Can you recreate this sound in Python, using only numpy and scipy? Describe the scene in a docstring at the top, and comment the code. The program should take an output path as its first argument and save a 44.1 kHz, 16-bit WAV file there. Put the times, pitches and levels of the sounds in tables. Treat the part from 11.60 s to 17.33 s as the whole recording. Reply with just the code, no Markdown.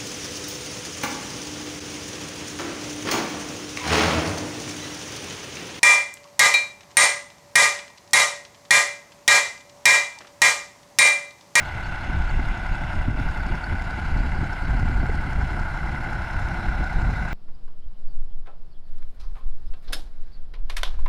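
"""Two three-cylinder diesel tractors run at a slow, steady pace across a field, some way off.
From the start the nearer one knocks and clatters much alike in every cycle, by resonances struck in turn;
the farther one ticks slightly faster. An early rattle dies away; steel parts ping as decaying sines.
Wind, shaped noise with slaps, buffets the microphone throughout; late on the near engine works harder.
The engines come once direct and once off the soft ground."""
import sys
import numpy as np
from scipy import signal
from scipy.fft import rfft, irfft, next_fast_len
from scipy.io import wavfile
from scipy.ndimage import uniform_filter1d, map_coordinates

SR = 44100
rng = np.random.default_rng(int(sys.argv[2]) if len(sys.argv) > 2 else 0)


def gain_from_db(level_db):
    """Turn a decibel level (scalar or array-like) into a linear amplitude factor."""
    decades = np.asarray(level_db, float) / 20
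    return 10 ** decades


def dump_mix(stems):
    """Bounce the given channels to the path in sys.argv[1] as a 16-bit WAV at rate SR."""
    frames = np.atleast_2d(stems).T  # one column per channel
    limited = np.clip(frames, -1, 1)  # hard clip at full scale
    pcm = np.round(limited * 32767).astype(np.int16)
    wavfile.write(sys.argv[1], SR, pcm)


N = 252693
T = np.arange(N) / SR

# Engine paces; one cycle = two crank turns, three firings: start_s, pace_cycles_per_s
NEAR_PACE = [(0, 11.272), (.5, 11.297), (1.5, 11.243), (2, 11.262), (3, 11.239), (4.5, 11.262), (6, 11.265)]
FAR_PACE = [(0, 11.35), (3, 11.51), (4.5, 11.72), (5.8, 11.76)]
# How hard the near engine works: start_s, level_db
EFFORT = [(0, 0.5), (1.2, 0.5), (3.4, 0.5), (4.3, 1), (4.82, 2.5), (5.3, 1.5), (5.73, 1)]
DIP_S, DIP_LONG_S, DIP_DB = 1.527, 0.057, -4.5  # the engine's level dips briefly

# Blows in one near-engine cycle, relative: place_cycles, casing_db, block_db, pump_db
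BLOWS = [(.012, -42, -29, -52), (.09, -36, -36, -43), (.16, -37, -40, -46.5), (.25, -43, -33.5, -52.5),
         (.29, -38, -32, -50), (.333, -42, -33, -34), (.4, -37, -38, -46), (.5, -40, -35, -50),
         (.6, -35, -41, -40), (.635, -44, -30, -50.5), (.682, -41, -37, -46), (.75, -40, -36, -49),
         (.806, -44, -36, -39), (.843, -40, -38, -50), (.885, -44, -34, -51.5), (.935, -36.5, -28, -46)]
BLOWS_DB = -6  # applied to all blows
# Valve ticks in one cycle: place_cycles, level_db
TICKS = [(.0, -54), (.03, -55), (.24, -60), (.28, -60), (.61, -62), (.675, -61)]
# Resonances of the parts: pitch_hz, width_hz, level_db
CASING = [(607, 260, -4.5), (740, 160, -6.5), (900, 160, -8), (1050, 80, -4)]
BLOCK = [(1310, 60, -12), (1425, 55, -4.5), (1500, 58, -1), (1630, 110, -11)]
PUMP = [(2036, 64, 3), (2355, 42, -4), (2650, 83, -1)]
PANELS = [(3926, 14, 7), (4450, 21, 7.6), (5220, 380, 28), (7770, 620, 4), (9600, 82, 15.5)]
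VALVES = [(5240, 280, 7.9), (6370, 130, 1.3), (7480, 330, 3.5), (13500, 2500, 11)]
# Blows between these places (cycles) ring the block lower, by this ratio
THIRD_FROM, THIRD_TO, THIRD_LOWER = .62, .7, .955
# Whines that sink or climb in every cycle: place_cycles, length_cycles, from_hz, to_hz, level_db
GLIDES = [(.06, .17, 1080, 680, -43.5), (.2, .3, 720, 840, -46), (.56, .44, 960, 820, -45.5),
          (.5865, .41, 670, 770, -47), (.92, .14, 850, 590, -45.5), (.86, .16, 900, 1050, -48)]
# Wavering exhaust and gear tones: multiple_of_cycle_rate, level_db
TONES = [(12, -54), (30, -53.5), (54, -56), (101, -57)]
# Spectrum of loose clatter: pitch_hz, density_db (per Hz)
CLATTER = [(150, -18), (300, -14), (550, -2.5), (900, -1), (1500, -3), (2100, -2.5), (3000, -17.5),
           (5000, -28), (8000, -35.5), (11000, -41), (12600, -52), (14300, -49), (15600, -58)]
RATTLE_DB, FIZZ_DB = -41.5, -49
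EARLY_DB, EARLY_FADE_S = -50, 1.7  # a rattle near 3 kHz that dies away as the tractors move on

# Loose steel parts: start_s, level_db, pitch_hz
PINGS = [(0.243, -36, 4450), (0.69, -34, 4460), (2.0385, -30.5, 4450), (2.926, -40, 5370),
         (3.8094, -44, 5220)]

# Wind between gusts: start_s, level_db
BREEZE = [(0, -31), (.45, -29), (1, -28.5), (1.3, -26.5), (2.05, -29), (2.9, -28), (3.8, -25), (4.47, -30),
          (4.8, -27.5), (5.73, -27.5)]
# Gusts, nominal level: start_s, length_s, level_db, flutter_over_buffet_db
GUSTS = [(0.502, 0.078, -24.5, -7), (0.6, 0.072, -22, -29), (0.71, 0.21, -21, -12.5),
         (1.113, 0.012, -11.5, -30), (1.366, 0.04, -20, -14), (1.462, 0.2, -21.5, -7.5),
         (1.667, 0.029, -21, -14), (1.779, 0.025, -23, -4), (1.84, 0.11, -25.5, -3.5),
         (2.102, 0.039, -22, -4.5), (2.44, 0.042, -20.5, -13), (2.516, 0.15, -20, -8.5),
         (2.703, 0.15, -23, -6), (3.075, 0.41, -20.5, -7), (3.546, 0.052, -22, -12),
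         (3.77, 0.099, -18.5, -19), (4.234, 0.02, -20.5, -7), (4.304, 0.051, -22, -8),
         (4.722, 0.068, -27, -20), (4.83, 0.11, -26.5, -7.5), (4.937, 0.063, -28, -5),
         (5.078, 0.058, -23.5, -11), (5.2, 0.028, -19, -5.5), (5.353, 0.17, -18, -10.5),
         (5.563, 0.12, -26, -5.5)]
GUST_EDGE_S, BREEZE_FLUTTER_DB = 0.01, -7.5
# Spectra of slow and fast eddies: pitch_hz, density_db (per Hz)
BUFFET = [(5.9, -64), (10, 3), (35, 5), (71, -1), (130, -16), (170, -14), (290, -120)]
FLUTTER = [(50, -23.5), (90, -2.5), (140, -6.5), (220, -12), (330, -19), (500, -31.5), (800, -26)]
LOPSIDED = 0.65  # eddies push the diaphragm harder than they pull
# Wind slaps: start_s, level_db, flap_hz
POPS = [(0.494, -25, 235), (0.789, -22.5, 282), (1.478, -15, 211), (1.595, -21.5, 210), (2.826, -20.5, 273),
        (3.09, -33, 295), (3.142, -27, 254), (3.189, -21, 213), (3.249, -20, 196), (3.292, -26.5, 322),
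        (3.491, -23, 415), (3.54, -27, 249), (5.382, -35, 416)]
PUSH_DB, PUSH_S, FLAP_S = 3, 0.0028, .0029  # each slap shoves the diaphragm once and lets it flap
# One eddy whose beat slows down: start_s, length_s, from_hz, to_hz, level_db
SWOOP = (.505, .13, 140, 45, -23)

# Faint flicker of the top treble, no sound of the field, nominal level: start_s, length_s, level_db
TREBLE_FLICKER = [(0, .17, -67), (1.58, .3, -70), (5.46, .3, -72)]
FLICKER_FADE_S = .2


def near_tractor():
    """Cyclic excitation: effort scales blows, whines and clatter; valve ticks and tones stay apart."""
    cycles = np.cumsum(curves(NEAR_PACE)[0]) / SR
    dip_db = DIP_DB * np.exp(-((T - DIP_S) / DIP_LONG_S) ** 2)
    effort = gain_from_db(curves(EFFORT)[0] + dip_db)
    driven = gain_from_db(BLOWS_DB) * blows(cycles) + glides(cycles) + clatter(cycles)
    return effort * driven + valve_ticks(cycles) + tones(cycles)


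def blows(cycles):
    """Impact and resonance: repeating blows ring the casing, block and pump at their own modes."""
    place, casing_db, block_db, pump_db = np.transpose(BLOWS)
    out = rung(train(cycles, place, casing_db, 0.71, 3e-5, soft_hz=2640), CASING)
    third = (place > THIRD_FROM) & (place < THIRD_TO)
    for part, ratio in ((~third, 1), (third, THIRD_LOWER)):
        clicks = train(cycles, place[part], block_db[part], 1.3, 2e-5, soft_hz=2600)
        modes = [(hz * ratio, width_hz, db) for hz, width_hz, db in BLOCK]
        out += rung(swelling(clicks, 1480, 480), modes)
    clicks = train(cycles, place, pump_db, 2, 4e-5, soft_hz=2600)
    return out + rung(swelling(clicks, 2150, 700), PUMP)


def swelling(clicks, hz, wide_hz):
    """Band-limited transmission: through thick metal clicks build up over a few swings, not a crack."""
    return filtered(clicks, lambda f: 1j * f * wide_hz / (hz * hz - f * f + 1j * f * wide_hz))


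def glides(cycles):
    """Frequency modulation: short tones slide alike in each cycle, drifting in strength and phase."""
    out = 0
    for place, long, from_hz, to_hz, db in GLIDES:
        u = (cycles - place) % 1 / long  # 0-1 along the glide
        s = u * long / NEAR_PACE[0][1]
        shape = np.where(u < 1, np.sqrt(np.abs(np.sin(np.pi * u))), 0)
        turns = s * (from_hz + (to_hz - from_hz) * u / 2)
        level = gain_from_db(db + 1.6 * wobble(4)) * np.sqrt(2)
        out = out + level * shape * np.sin(2 * np.pi * turns + .4 * wobble(2.5))
    return out


def clatter(cycles):
    """Amplitude modulation: loose-part noise swells at each firing, most at the cylinder that fires harder."""
    firing = np.cos(2 * np.pi * (3 * cycles - .02))
    lead = np.cos(2 * np.pi * (cycles - .93))
    body = hiss(CLATTER) * gain_from_db(.5 * firing + 0.7 * lead + 1.2 * wobble(70))
    bright = hiss(CLATTER) * gain_from_db(1.2 * firing + .6 * lead + .8 * wobble(90))
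    bright = patchy(bright, wide_hz=389, long_s=1.44, depth_db=2.0)
    bright = patchy(bright, wide_hz=920, long_s=.03, depth_db=1.5)
    # body and bright cross over at 2500 Hz
    low = filtered(body, lambda hz: 1 / (1 + (hz / 2500) ** 6))
    high = filtered(bright, lambda hz: 1 - 1 / (1 + (hz / 2500) ** 6))
    rattle = gain_from_db(RATTLE_DB) * (unit(low) + 0.35 * unit(rung(body, BLOCK)))
    panels = unit(rung(hiss(CLATTER[5:]), PANELS))
    fizz = gain_from_db(FIZZ_DB) * unit(unit(high) + 0.25 * panels)
    early_level = gain_from_db(EARLY_DB) * np.exp(-(T / EARLY_FADE_S) ** 2)
    early = early_level * unit(rung(bright, [(2970, 750, 0)]))
    return rattle + fizz + early


def valve_ticks(cycles):
    """Impact and resonance: light, loosely timed clicks ring the valve gear."""
    return rung(train(cycles, *np.transpose(TICKS), 3.6, 0.0003, soft_hz=5930), VALVES)


def tones(cycles):
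    """Harmonic series: exhaust and gear tones at multiples of the cycle rate waver in level and phase."""
    out = 0
    for multiple, db in TONES:
        level = gain_from_db(db + 2.5 * wobble(4)) * np.sqrt(2)
        phase = 2 * np.pi * (multiple * cycles + rng.random()) + .7 * wobble(5)
        out = out + level * np.sin(phase)
    return out


def far_tractor():
    """Impact and resonance: one clear pump tick a cycle, and uneven knocks at the firings."""
    cycles = np.cumsum(curves(FAR_PACE)[0]) / SR
    tick = rung(train(cycles, np.array([.07]), -38.5, 2.5, 3e-4), PUMP[:1])
    knocks = train(cycles, np.array([.25, .58, .92]), -42, 1.2, 1e-4)
    return tick + rung(knocks, BLOCK) + gain_from_db(2) * rung(knocks, CASING)


def pings():
    """Free decay: loose steel parts touch and ring for a moment."""
    out, t = np.zeros(N + SR), T[:SR // 10]
    for start_s, db, hz in PINGS:
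        decay = gain_from_db(db - 60 * t / 0.032)  # 60 dB in 32 ms
        rise = np.tanh((t / 0.003) ** 2)
        out[round(start_s * SR):][:len(t)] += decay * rise * np.sin(2 * np.pi * hz * t)
    return out[:N]


def ground(x):
    """Interference: the bounce off soft soil is 1.5 ms late, phase-turned and duller; it combs the spectrum."""
    def response(hz):
        duller = 0.43 * np.exp(-(hz / 3300) ** 2)
        return 1 + duller * np.exp(-2j * np.pi * (hz * 0.001514 - .246))
    return filtered(x, response)


def wind():
    """Turbulent pressure: eddies burst on the microphone as slow buffets, faster flutter and a few slaps."""
    breeze = gain_from_db(curves(BREEZE)[0]) ** 2
    buffet_power, flutter_power = breeze, breeze * gain_from_db(BREEZE_FLUTTER_DB) ** 2
    for start_s, long_s, db, flutter_db in GUSTS:
        shape = span(start_s, long_s, GUST_EDGE_S, GUST_EDGE_S)
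        buffet_power = buffet_power + gain_from_db(db) ** 2 * shape
        flutter_power = flutter_power + gain_from_db(db + flutter_db) ** 2 * shape
    lumps = wobble(21.96)  # shared by buffet and flutter
    out = np.sqrt(buffet_power) * unit(gain_from_db(0.23 * lumps) * hiss(BUFFET))
    out += np.sqrt(flutter_power) * unit(gain_from_db(0.49 * lumps + 2.04 * wobble(60)) * hiss(FLUTTER))
    out += LOPSIDED * filtered(out ** 2, lambda hz: 1j * hz / (12 + 1j * hz))
    return out + slaps() + swoop()


def slaps():
    """Impulse response: each slap shoves the diaphragm one way and lets it flap briefly."""
    out = np.zeros(N)
    for start_s, db, hz in POPS:
        t = T - start_s
        out += gain_from_db(db) * np.exp(-((t - .006) / FLAP_S) ** 2) * np.sin(2 * np.pi * hz * t)
        out += gain_from_db(db + PUSH_DB) * np.exp(-((t - .004) / PUSH_S) ** 2)
    return out


def swoop():
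    """Frequency modulation: the beat of one eddy slows down as it passes."""
    start_s, long_s, from_hz, to_hz, db = SWOOP
    u = np.clip((T - start_s) / long_s, 0, 1)
    turns = long_s * u * (from_hz + (to_hz - from_hz) * u / 2)
    return gain_from_db(db) * np.sqrt(np.abs(np.sin(np.pi * u))) * np.sin(2 * np.pi * turns)


def treble_flicker():
    """Band-limited noise: the top treble flickers faintly, setting in at once and fading slowly."""
    level = sum(gain_from_db(db) * span(s, long_s, .004, FLICKER_FADE_S) for s, long_s, db in TREBLE_FLICKER)
    return level * hiss([(10000, -16), (11000, -4), (12000, 2), (12700, -20)])


def train(cycles, places, dbs, scatter_db, jitter_s, soft_hz=3500):
    """Periodic excitation: clicks at set places of every cycle, each a little early or late, strong or weak."""
    at = np.arange(-1, int(cycles[-1]) + 1)[:, None] + places
    luck = rng.standard_normal((3, *at.shape))
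    # part of the timing wanders over several cycles
    luck[0] += 2 * uniform_filter1d(luck[2], size=6, axis=0)
    time_s = np.interp(at, cycles, T, -1, -1) + jitter_s * luck[0]
    i = np.round(time_s * SR).astype(int)
    ok = (i >= 0) & (i < N)
    clicks = np.bincount(i[ok], gain_from_db(dbs + scatter_db * luck[1])[ok], N)
    # the contact takes time: no sharp edge
    return filtered(clicks, lambda hz: 1 / (1 + 1j * hz / soft_hz) ** 3)


def rung(x, modes):
    """Modal superposition: x through resonances; a unit click rings to about their level."""
    def response(f):
        return sum(gain_from_db(db) * SR / np.pi * 1j * f / (hz * hz - f * f + 1j * f * width_hz)
                   for hz, width_hz, db in modes)
    return filtered(x, response)


def hiss(points):
    """Spectral shaping: noise of rms 1 with a (pitch_hz, density_db) spectrum."""
    f, db = np.transpose(points)

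    def response(hz):
        return gain_from_db(np.interp(np.log(hz + 1), np.log(f), db, -120, -120))
    return unit(filtered(rng.standard_normal(N), response))


def patchy(x, wide_hz, long_s, depth_db):
    """Time-frequency modulation: x with random louder and softer patches."""
    z = signal.stft(x, nperseg=256)[2]
    bands = np.arange(z.shape[0]) * SR / 256 / wide_hz
    times = np.arange(z.shape[1]) * 128 / SR / long_s
    grid = np.meshgrid(bands, times, indexing="ij")
    field = map_coordinates(rng.standard_normal((200, 600)), grid, mode="wrap")
    return signal.istft(z * gain_from_db(depth_db * field), nperseg=256)[1][:N]


def filtered(x, response):
    """Linear filtering: the spectrum of x times a complex response of frequency."""
    m = next_fast_len(N + SR // 2)
    return irfft(rfft(x, m) * response(np.fft.rfftfreq(m, 1 / SR)), m)[..., :N]


def span(start_s, length_s, rise_s, fall_s):
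    """Envelope: rises at the start, holds at up to 0.64 and falls after the length."""
    rise = 1 + np.tanh((T - start_s) / rise_s)
    fall = 1 - np.tanh((T - start_s - length_s) / fall_s)
    return 0.16 * rise * fall


def wobble(rate):
    """Slow random fluctuation: a smooth curve with rate knots a second."""
    return map_coordinates(rng.standard_normal(int(N * rate / SR) + 4), [T * rate])


def curves(rows):
    """Linear interpolation: one value per sample for each column after the time."""
    s, *cols = np.transpose(rows)
    return [np.interp(T, s, c) for c in cols]


def unit(x):
    """Normalization: x at rms 1."""
    return x / np.sqrt(np.mean(x ** 2) + 1e-20)


def scene():
    """Superposition: engines over the ground, pings, wind at the microphone; the treble flicker is added last."""
    engines = ground(near_tractor() + far_tractor())
    field = engines + pings() + wind()
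    return (field + treble_flicker())[None]


def roll_off(x):
    """The treble ends steeply here."""
    return signal.sosfilt(signal.butter(12, 15530, fs=SR, output="sos"), x)


def record(dry):
    """Gain control: everything is ducked under the strongest buffets."""
    level = uniform_filter1d(np.abs(dry), size=900)
    gain = uniform_filter1d(1 / (1 + (level / 0.23) ** 3.6), size=1200)
    return roll_off(dry * gain)


dry = scene()
out = record(dry)
dump_mix(out)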